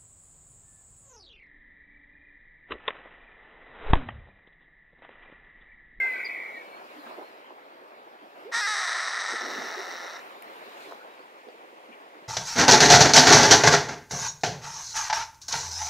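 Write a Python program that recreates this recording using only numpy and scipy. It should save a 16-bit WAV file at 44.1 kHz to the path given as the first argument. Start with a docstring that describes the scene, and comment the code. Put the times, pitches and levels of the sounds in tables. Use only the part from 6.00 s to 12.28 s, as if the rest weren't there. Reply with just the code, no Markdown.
"""A hawk screams in the wind

A hawk calls twice: first a thin falling whistle that frays and fades, then a close, long rasp.
The rasp is membranes slapping in its voice box and ringing in its throat; as the air runs out,
the pulses turn uneven and halve in rate. Soft wind (shaped noise) rushes all around, with
a faint far songbird, a few dull bumps, small clicks and a brief rustle."""
import sys
import numpy as np
from scipy import signal
from scipy.fft import rfft, irfft, next_fast_len
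from scipy.io import wavfile
from scipy.ndimage import uniform_filter1d, map_coordinates

SR = 44100
rng = np.random.default_rng(int(sys.argv[2]) if len(sys.argv) > 2 else 0)


def generate_wav(sig):
    """Save sig (samples, or channels by samples) to the path in sys.argv[1] as 16-bit PCM at SR."""
    pcm = np.round(np.clip(np.atleast_2d(sig).T, -1, 1) * 32767).astype(np.int16)
    wavfile.write(sys.argv[1], SR, pcm)


N = 276930
TIME = np.arange(N) / SR
RASP_START_S, RASP_END_S = 2.513, 4.168


def amp(db):
    """Turn decibels into a gain to multiply by."""
    return 10 ** (np.asarray(db) / 20)


def unit(x):
    """Scale a signal to an average power of 1."""
    return x / np.sqrt(np.mean(np.abs(x) ** 2) + 1e-20)


def ramp(start, length):
    """Rise from 0 at start to 1 over length seconds."""
    return np.clip((TIME - start) / length, 0, 1)


def hump(peak_s, half_length_s):
    """Swell smoothly to 1 and die away again."""
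    return np.exp(-((TIME - peak_s) / half_length_s) ** 2)


def along(points, hz):
    """Read between (frequency, value) points on a logarithmic frequency scale."""
    f, values = np.transpose(points)
    return np.interp(np.log(hz + 1), np.log(f + 1), values)


def curve(points):
    """Join (time, value) points with straight lines."""
    return np.interp(TIME, *np.transpose(points))


def wobble(rate):
    """A smooth curve through rate random values a second."""
    return map_coordinates(rng.standard_normal(int(N * rate / SR) + 4), [np.arange(N) * rate / SR])


def filtered(x, response):
    """Scale and delay each frequency in x as the function response says."""
    size = next_fast_len(N + 8192)
    return irfft(rfft(x, size) * response(np.fft.rfftfreq(size, 1 / SR)), size)[..., :N]


def resonate(x, shape, size=2048):
    """Let x ring in a hollow space whose spectrum is shape."""
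    cepstrum = irfft(np.log(amp(along(shape, np.fft.rfftfreq(size, 1 / SR)))))
    # fold onto the first half, so the ringing never comes before its cause
    cepstrum[1:size // 2] *= 2
    cepstrum[size // 2 + 1:] = 0
    ring = irfft(np.exp(rfft(cepstrum)))
    return signal.oaconvolve(x, ring / np.linalg.norm(ring))[:N]


def wandering(x, shape, stretch):
    """Let x ring while all the ringing frequencies move by the factor stretch."""
    clock, samples = np.cumsum(stretch), np.arange(N)
    warped = map_coordinates(x, [np.interp(samples, clock, samples)])
    return map_coordinates(resonate(warped, shape), [clock])


def tone(hz):
    """A pure tone that follows a pitch curve."""
    return np.sqrt(2) * np.sin(2 * np.pi * np.cumsum(hz) / SR)


def frayed(hz, half_width_hz):
    """A rough tone: its strength and phase tumble at random, smearing its pitch."""
    knots = np.arange(1, N + 1) * 2 * half_width_hz / SR
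    real, imaginary = (map_coordinates(row, [knots]) for row in rng.standard_normal((2, SR // 8)))
    phase = 2 * np.pi * np.cumsum(hz) / SR
    return unit(real * np.cos(phase) + imaginary * np.sin(phase))


def whistle():
    """Two clear falling tones break off; rough strands swell, sag and drop out; a peep ends the call."""
    # main and lower tone: f/Hz, fall/(Hz/s), level/dB, fade/(dB/s), end/s
    clear_tones = [(2129, 850, -23.5, 62, 0.15), (1592, 380, -36, 15, 0.07)]
    # strands the whistle frays into: f/Hz, fall/(Hz/s), half width/Hz, level/dB, start/s, end/s
    rough_strands = [(1580, 130, 36, -42, 0.046, 0.2), (1487, 170, 35, -48, .13, 0.194),
                     (2020, 230, 70, -40.5, 0.0766, 0.473), (2234, 250, 155, -37, 0.0264, 0.49),
                     (2325, 110, 80, -39.5, 0.0342, 0.624), (2510, 39.5, 70, -45.5, 0.014, 0.34),
                     (2460, 930, 50, -45, .32, 0.51), (2075, 2500, 69, -33.5, .51, 0.543)]
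    switch_s, strand_break_s = 0.039, 0.086
    (pitch, main_gain), (low_pitch, low_gain) = [
        (hz - fall * TIME, amp(db - fade * TIME) * (1 - ramp(end, switch_s)))
        for hz, fall, db, fade, end in clear_tones]
    main = main_gain * amp(0.77 * wobble(100)) * tone(pitch * (1 + 0.012 * wobble(210)))
    lower = low_gain * amp(1.3 * wobble(90)) * tone(low_pitch * (1 + 0.0085 * wobble(150)))
    upper = main_gain * amp(-21.5) * frayed(pitch + 492, half_width_hz=78)
    strands = np.zeros(N)
    for hz, fall, width, db, start, end in rough_strands:
        gain = amp(db) * ramp(start, switch_s) * (1 - ramp(end, strand_break_s))
        strands += gain * frayed(hz - fall * (TIME - start), width)
    fray_db = 8.5 * (ramp(0, 0.18) ** 2 - 1) - 19.5 * np.maximum(TIME - 0.235, 0)  # swell, hold, fade
    peep_s = 0.741
    peep_hz = (2280 - 900 * (TIME - peep_s)) * (1 + .012 * wobble(249))
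    peep = amp(-50) * hump(peep_s, .018) * tone(peep_hz)
    onset = np.sin(np.pi / 2 * ramp(0, .004)) ** 2
    return onset * (main + lower + upper + amp(fray_db + 0.66 * wobble(45)) * strands + peep)


def air_noise(spectrum, alike, lag_s, patchy_db):
    """Patchy stereo noise; the share alike reaches both ears, the left one lag_s sooner."""
    cells = signal.stft(rng.standard_normal((3, N)), nperseg=512)[2]  # noise by frequency and time
    patches = uniform_filter1d(rng.standard_normal(cells.shape[1:]), size=5, axis=0)
    patches = uniform_filter1d(patches, size=10, axis=1)
    noise = signal.istft(cells * amp(patchy_db * unit(patches)), nperseg=512)[1][:, :N]
    shared = filtered(noise[2], lambda hz: np.exp(1j * np.pi * lag_s * np.outer([1, -1], hz)))
    stereo = np.sqrt(alike) * shared + np.sqrt(1 - alike) * noise[:2]
    return unit(filtered(stereo, lambda hz: amp(along(spectrum, hz))))


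def wind():
    """One strength drives a low body, a mid rush and a fine hiss: stronger wind is brighter."""
    # wind strength compared with calm air: t/s, level/dB
    strength = [(0, 10), (.4, 4.5), (.85, 4), (1.1, 6), (1.45, 0.3), (2.2, -1), (2.45, 3), (2.7, -10),
                (3.15, -5.5), (3.5, 10), (4.0, 9), (4.4, 5.5), (4.85, 7), (5.05, 2), (5.35, -2), (6.28, -1)]
    # tone colours of the three layers: f/Hz, level/dB
    body_shape = [(25, -42), (70, -43), (120, -27), (170, -20.5), (240, -9), (350, -3), (550, 0.5),
                  (800, 0), (1100, -3), (1600, -8), (3000, -48)]
    rush_shape = [(500, -28), (1000, 3.5), (1500, 2.5), (2300, 1.5), (3100, -4.5), (4200, -7.5),
                  (6000, -19.5), (9000, -55), (16000, -44)]
    hiss_shape = [(3000, -28), (5000, -7.5), (7000, 3), (9500, -2), (12500, 2.5), (15500, 0)]
    strength_db, gust = curve(strength), wobble(10)
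    body_db = -49.5 + 0.44 * strength_db + 0.2 * gust + 1.55 * wobble(40)
    rush_db = -56 + strength_db + 0.14 * gust
    hiss_db = -72.5 + 1.47 * strength_db
    body = amp(body_db) * air_noise(body_shape, alike=0.95, lag_s=0.00037, patchy_db=0.45)
    rush = amp(rush_db) * air_noise(rush_shape, alike=0.29, lag_s=0.00037, patchy_db=2.0)
    hiss = amp(hiss_db) * air_noise(hiss_shape, alike=0.23, lag_s=0.000177, patchy_db=1.7)
    return body + rush + hiss * amp([[1.6], [-1.6]])  # the hiss leans left


def leaves():
    """Leaves rustle, barely there at first and louder near the end."""
    # loudness of the leaves: t/s, level/dB
    leaf_levels = [(0, -77.5), (3.8, -92), (4.5, -65), (5.3, -59), (6.28, -60.5)]
    # their tone colour: f/Hz, level/dB
    leaf_shape = [(900, -31), (1500, -18), (1900, -3), (2400, -4), (2900, -7.5), (3600, -14), (5000, -20),
                  (7000, -22.5), (12000, -29)]
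    return amp(curve(leaf_levels)) * air_noise(leaf_shape, alike=0.25, lag_s=0.00044, patchy_db=-0.5)


def slurred_notes():
    """Faint wavering notes, mostly a far songbird's, each gliding through three pitches."""
    # notes: t/s, length/s, level/dB, first f/Hz, middle f/Hz, last f/Hz
    song = [(0.247, 0.022, -40, 4740, 4780, 4310), (0.486, 0.14, -67, 3850, 3930, 4280),
            (0.707, 0.098, -65, 4150, 4270, 4130), (0.975, 0.08, -63, 4480, 4130, 3900),
            (1.225, 0.09, -67, 3950, 4230, 4030), (1.317, 0.12, -71, 3980, 3890, 3880),
            (2.445, 0.071, -44.5, 335, 470, 598), (4.872, 0.058, -63, 4200, 4000, 3800),
            (5.078, .095, -67.5, 3800, 3850, 3500), (5.179, 0.058, -69, 3600, 4520, 5250),
            (5.237, 0.05, -70, 4500, 3550, 3150), (5.468, 0.05, -70, 5000, 4900, 4570)]
    out = np.zeros(N + SR)
    for start, length, db, *path_hz in song:
        progress = np.linspace(0, 1, round(length * SR))
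        arch = np.polyval(np.polyfit([0, .5, 1], path_hz, 2), progress)
        pitch = arch * (1 + .017 * wobble(260)[:len(arch)])
        swell = np.sqrt(np.abs(np.sin(np.pi * progress)))
        out[round(start * SR):][:len(arch)] += amp(db) * swell * tone(pitch)
    return out[:N]


def nearby_echo(x, t60):
    """Things nearby scatter sound back, differently to each ear; it drops 60 dB in t60 seconds."""
    t = np.arange(SR // 2) / SR
    tail = rng.standard_normal((2, len(t))) * amp(-60 * t / t60)
    return signal.fftconvolve(x[None], tail / np.linalg.norm(tail[0]), axes=1)[:, :N]


def bumps():
    """Dull bumps: brief swells of low noise around one pitch, each from its own side."""
    # the clearest bumps: t/s, level/dB, f/Hz, half width/Hz, length/s, side (-1 right to 1 left)
    clear_bumps = [(0.982, -51, 287, 40, 0.051, -0.38), (1.076, -57.5, 222, 60, 0.044, -0.34),
                   (1.071, -47.5, 1390, 300, 0.015, -0.24), (1.111, -45, 830, 420, 0.053, -0.81),
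                   (1.189, -39.5, 560, 300, 0.02, -0.25), (1.221, -44.5, 700, 350, .016, -0.29),
                   (1.821, -52, 430, 200, .012, -.5), (2.372, -51, 666, 300, 0.018, -.5),
                   (3.341, -39.5, 406, 184, 0.019, -0.012), (3.478, -44, 385, 123, 0.088, -0.11),
                   (3.595, -45, 332, 191, 0.14, -0.087), (3.599, -51, 192, 50, .03, -.1),
                   (3.786, -38.5, 388, 52.4, 0.024, 0.22), (4.872, -48.5, 435, 110, .02, -.4),
                   (4.914, -44.5, 725, 300, 0.0083, -.2), (4.934, -47, 654, 230, 0.0099, -.2),
                   (5.023, -52, 1450, 150, 0.018, .3), (5.204, -50.5, 422, 99, 0.01, -.6),
                   (5.474, -47, 520, 260, .008, -.5), (5.487, -43, 540, 300, 0.0086, -0.45),
                   (5.551, -49.5, 436, 119, 0.013, .5), (5.735, -51.5, 430, 140, .01, -0.68),
                   (5.934, -53.5, 2390, 700, 0.026, 0.98), (6.225, -55, 180, 110, 0.0048, -0.92)]
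    # tone colour they all share, with little deep bass: f/Hz, level/dB
    bump_shape = [(60, -40), (130, -32), (190, 3.5), (260, 10), (4000, 14.5)]
    # fainter ones come at random from the right
    faint_bumps = [(.5 + when * (N / SR - .5), -59.5 + 6 * force, 350 * 2 ** (pitch - .5), 130, .022, -.9)
                   for when, force, pitch in rng.random((16, 3))]
    t, out = np.arange(SR // 4) / SR - 1 / 8, np.zeros((2, N + SR))
    hz = np.fft.rfftfreq(len(t), 1 / SR)
    ears = np.array([[1], [-1]])
    side_db, side_lag_s = 4, 0.0004  # the nearer ear hears it louder and sooner
    for peak_s, db, centre, width, length, side in clear_bumps + faint_bumps:
        band = amp(along(bump_shape, hz)) / (1 + ((hz - centre) / width) ** 4)
        swell = np.exp(-2 * (t / length) ** 2)
        bump = swell * irfft(rfft(rng.standard_normal(len(t))) * band, len(t))
        bump *= amp(db) * np.linalg.norm(swell) / np.linalg.norm(bump)
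        placing = amp(side_db * side * ears) * np.exp(1j * np.pi * side_lag_s * side * ears * hz)
        out[:, round((peak_s + t[0]) * SR):][:, :len(t)] += irfft(rfft(bump) * placing, len(t))
    return out[:, :N]


def clicks():
    """Small dry clicks without bass: a sharp contact, then a scrape that dies within milliseconds."""
    # clicks: t/s, level/dB, lowest f/Hz, highest f/Hz, time to drop 60 dB/s
    contacts = [(1.506, -37, 500, 990, 0.012), (4.424, -42.5, 8300, 15500, 0.0075),
                (4.4242, -38.5, 1890, 3030, .011), (4.427, -55, 8000, 16000, .012),
                (4.9228, -21, 460, 1430, 0.0014), (5.487, -51, 1200, 4500, .02),
                (6.152, -44, 500, 1400, 0.0068)]
    t, out = np.arange(SR // 20) / SR, np.zeros(N + SR)
    for start, db, low_hz, high_hz, t60 in contacts:
        band = signal.butter(3, [low_hz, high_hz], "bandpass", fs=SR)
        decay = amp(-60 * t / t60)
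        snap = 1.5 * np.linalg.norm(decay) * (t == 0)
        click = signal.lfilter(*band, snap + decay * rng.standard_normal(len(t)))
        out[round(start * SR):][:len(t)] += amp(db) * click * np.linalg.norm(decay) / np.linalg.norm(click)
    return out[:N]


def levelled(x):
    """Even out slow changes in loudness."""
    return x / np.sqrt(np.abs(uniform_filter1d(x * x, size=2400)) + 1e-9)


def voice_box(rough, doubling_db):
    """Membranes slap unevenly, each slap followed by a short puff of swirling air."""
    # the slap rate rises, drops into a piercing note, jumps back and sinks: t/s, f/Hz
    slap_rates = [(2.5, 450), (2.54, 460), (2.57, 477), (2.603, 486), (2.612, 424), (2.64, 407),
                  (2.664, 397), (2.672, 438), (2.705, 429), (2.745, 412), (2.80, 398), (2.88, 372),
                  (3.13, 358), (3.24, 416), (3.7, 426), (3.88, 350), (4.25, 330)]
    rate = curve(slap_rates)
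    cycles = np.cumsum(rate * np.exp(.13 * rough ** 2 * wobble(130))) / SR
    due = np.interp(np.arange(1, int(cycles[-1])), cycles, np.arange(N))  # one slap a cycle, in samples
    here = due.astype(int)
    timing, force = rng.standard_normal((len(due), 2)).T
    late_cycles = .21 * rough[here] ** 2 * timing
    at = np.clip(due + late_cycles * SR / rate[here], 8, N - 10)
    scatter_db = 1.8 * rough[here] * np.minimum(force, 1)  # slaps can fail further than they overshoot
    every_second = np.arange(len(at)) % 2  # weakening these halves the rate one hears
    strength = amp(scatter_db - doubling_db[here] * every_second)
    # a smooth spike lets each slap fall between two samples
    taps = at.astype(int)[:, None] + np.arange(-7, 9)
    offset = taps - at[:, None]
    spikes = strength[:, None] * np.sinc(offset) * np.sinc(offset / 8)
    slaps = np.bincount(taps.ravel(), spikes.ravel(), N)
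    puff_t60, air_share = .0095, np.clip(.61 * rough, 0, 1)
    puffs = signal.lfilter([1], [1, -amp(-60 / (puff_t60 * SR))], slaps) * rng.standard_normal(N)
    return np.sqrt(1 - air_share) * levelled(slaps) + np.sqrt(air_share) * levelled(puffs)


def throat(pulses, spent, gape, piercing):
    """The pulses ring in the throat, which quivers and grows quieter as the breath is spent."""
    # throat ringing with the beak open, closed, and in the piercing note: f/Hz, level/dB
    open_shape = [(150, -37.5), (400, -32.5), (650, -8.5), (830, -7.5), (1120, -2.5), (1200, -2),
                  (1310, 3.5), (1440, -1), (1540, -2.5), (1700, 2), (1850, 7), (1970, 3.5), (2130, -4.5),
                  (2700, -17.5), (3300, -14), (4500, -83)]
    closed_shape = [(150, -54.5), (400, -11), (700, -2.5), (1200, -6.5), (1370, 2.5), (1520, -7),
                    (1780, 1.5), (2030, 0), (2170, -6), (2450, -28), (2700, -19), (3300, -27), (4500, -69)]
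    piercing_shape = [(150, -45), (600, -12), (830, -8.5), (1230, 0), (1650, 7.5), (2030, 7.5), (2200, -18),
                      (2600, -2.5), (3300, -21), (4500, -85)]
    quiver = np.exp(.014 * np.sqrt(spent) * wobble(30))
    ring = gape * wandering(pulses, open_shape, quiver)
    ring += (1 - gape) * wandering(pulses, closed_shape, quiver)
    ring = (1 - piercing) * ring + piercing * resonate(pulses, piercing_shape)
    return amp(-28 - 14 * spent ** 1.36) * ring


def bright_edge(pulses, spent, gape, piercing):
    """The rasp's high ringing builds up just after the throat's; the closing beak dulls it."""
    # high ringing with the beak open, closed, and in the piercing note: f/Hz, level/dB
    open_shape = [(2400, -40), (2900, -22), (3280, -27), (3520, -1.5), (3680, -0.5), (3870, 5), (4280, -5),
                  (4550, -3.5), (4800, -2), (5100, -3.5), (5400, 0), (6050, 0.3), (6550, -10.5),
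                  (7300, -14.5), (7900, -5.5), (9000, -14), (9400, -17.5), (9850, -26), (10300, -18.5),
                  (10850, -19.5), (11250, -39), (15000, -44)]
    closed_shape = [(2400, -45), (2850, -12), (3200, -26), (3550, -2), (3860, 4.5), (4230, -4), (4500, -3),
                    (4850, -10.5), (5300, -0.5), (5650, 1), (5950, -1), (6350, -10), (6750, -15),
                    (7350, -19), (7850, -17), (8200, -27.5), (14000, -38)]
    piercing_shape = [(2400, -31), (3000, -8), (3700, -1), (4500, -2), (5300, 4), (5900, 0), (6600, -21),
                      (8100, -7.5), (9500, -20), (10600, -26), (13000, -34), (15000, -42)]
    ring = gape * resonate(pulses, open_shape) + (1 - gape) * resonate(pulses, closed_shape)
    ring = (1 - piercing) * ring + piercing * resonate(pulses, piercing_shape)
    return amp(-32 - 16.5 * spent - 0.5 * piercing) * np.sqrt(ramp(RASP_START_S, 0.045)) * ring


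def sizzle(pulses, spent):
    """The rasp's highest band needs full pressure and dies first."""
    # its tone colour: f/Hz, level/dB
    sizzle_shape = [(10900, -45), (11700, -4), (12100, -6), (12500, -2), (13000, -4), (13600, -14),
                    (15500, -29)]
    elapsed_s = spent * (RASP_END_S - RASP_START_S)
    return amp(-63.5 - 19 * elapsed_s) * resonate(pulses, sizzle_shape)


def rasp():
    """One long breath: as it runs out, the pulses weaken, roughen and halve in rate."""
    # extra pushes of air: t/s, half length/s, level/dB
    pushes = [(2.506, 0.01, 7), (3.218, 0.022, 1.3), (3.311, 0.039, 2.5)]
    # membranes lock into a clearer note: t/s, length/s, roughness left/0-1, level/dB, piercing share/0-1
    locks = [(2.535, .065, .8, 0, 0), (2.61, .053, .24, -.2, .9), (2.672, .075, .44, .4, 0),
             (2.755, .1, .76, 0, 0)]
    # the beak closes: t/s, opening/0-1
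    beak_opening = [(2.5, 1), (3.0, 0.85), (3.37, 0.75), (3.43, 0.22), (4.2, 0)]
    spent = ramp(RASP_START_S, RASP_END_S - RASP_START_S)  # share of the breath used up
    rough = .46 + .37 * ramp(RASP_START_S, .5)
    doubling_db = 8.8 * ramp(2.95, .5) - 3.5 * spent ** 4  # every second slap weakens, then partly returns
    effort_db, piercing = -0.07 * wobble(26), np.zeros(N)
    for peak_s, half_length, db in pushes:
        effort_db += db * hump(peak_s, half_length)
    for start, length, rough_left, db, share in locks:
        locked = ramp(start, .008) - ramp(start + length, .008)
        rough *= rough_left ** locked
        effort_db += db * locked
        piercing += share * locked
    breath = amp(effort_db) * ramp(RASP_START_S, 0.03) * (1 - ramp(RASP_END_S, 0.055))
    pulses = breath * voice_box(rough, doubling_db)
    gape = curve(beak_opening)
    return (throat(pulses, spent, gape, piercing) + bright_edge(pulses, spent, gape, piercing)
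            + sizzle(pulses, spent))


def rustle():
    """A brief dry rustle swells and dies, perhaps a glove shifting."""
    # its tone colour: f/Hz, level/dB
    rustle_shape = [(300, -45), (1200, -14), (2500, -8), (3800, 5), (4700, 0), (6000, -1), (9000, -12),
                    (15000, -17)]
    flutter = unit(amp(2 * wobble(180)))
    noise = air_noise(rustle_shape, alike=.4, lag_s=.0003, patchy_db=-3.0)
    return amp(-57) * hump(4.85, 0.1) * flutter * noise


def scene():
    """The hawk is close, dry and central; the small sounds lie further off in the wind."""
    small = bumps() + clicks() + slurred_notes()
    hawk = whistle() + rasp()
    echo = amp(-6.5) * nearby_echo(small.mean(axis=0), t60=0.15)
    return hawk + small + echo + rustle() + wind() + leaves()


def record(dry):
    """Cut off the very highest treble."""
    return filtered(dry, lambda hz: hz < 15750)


dry = scene()
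out = record(dry)
generate_wav(out)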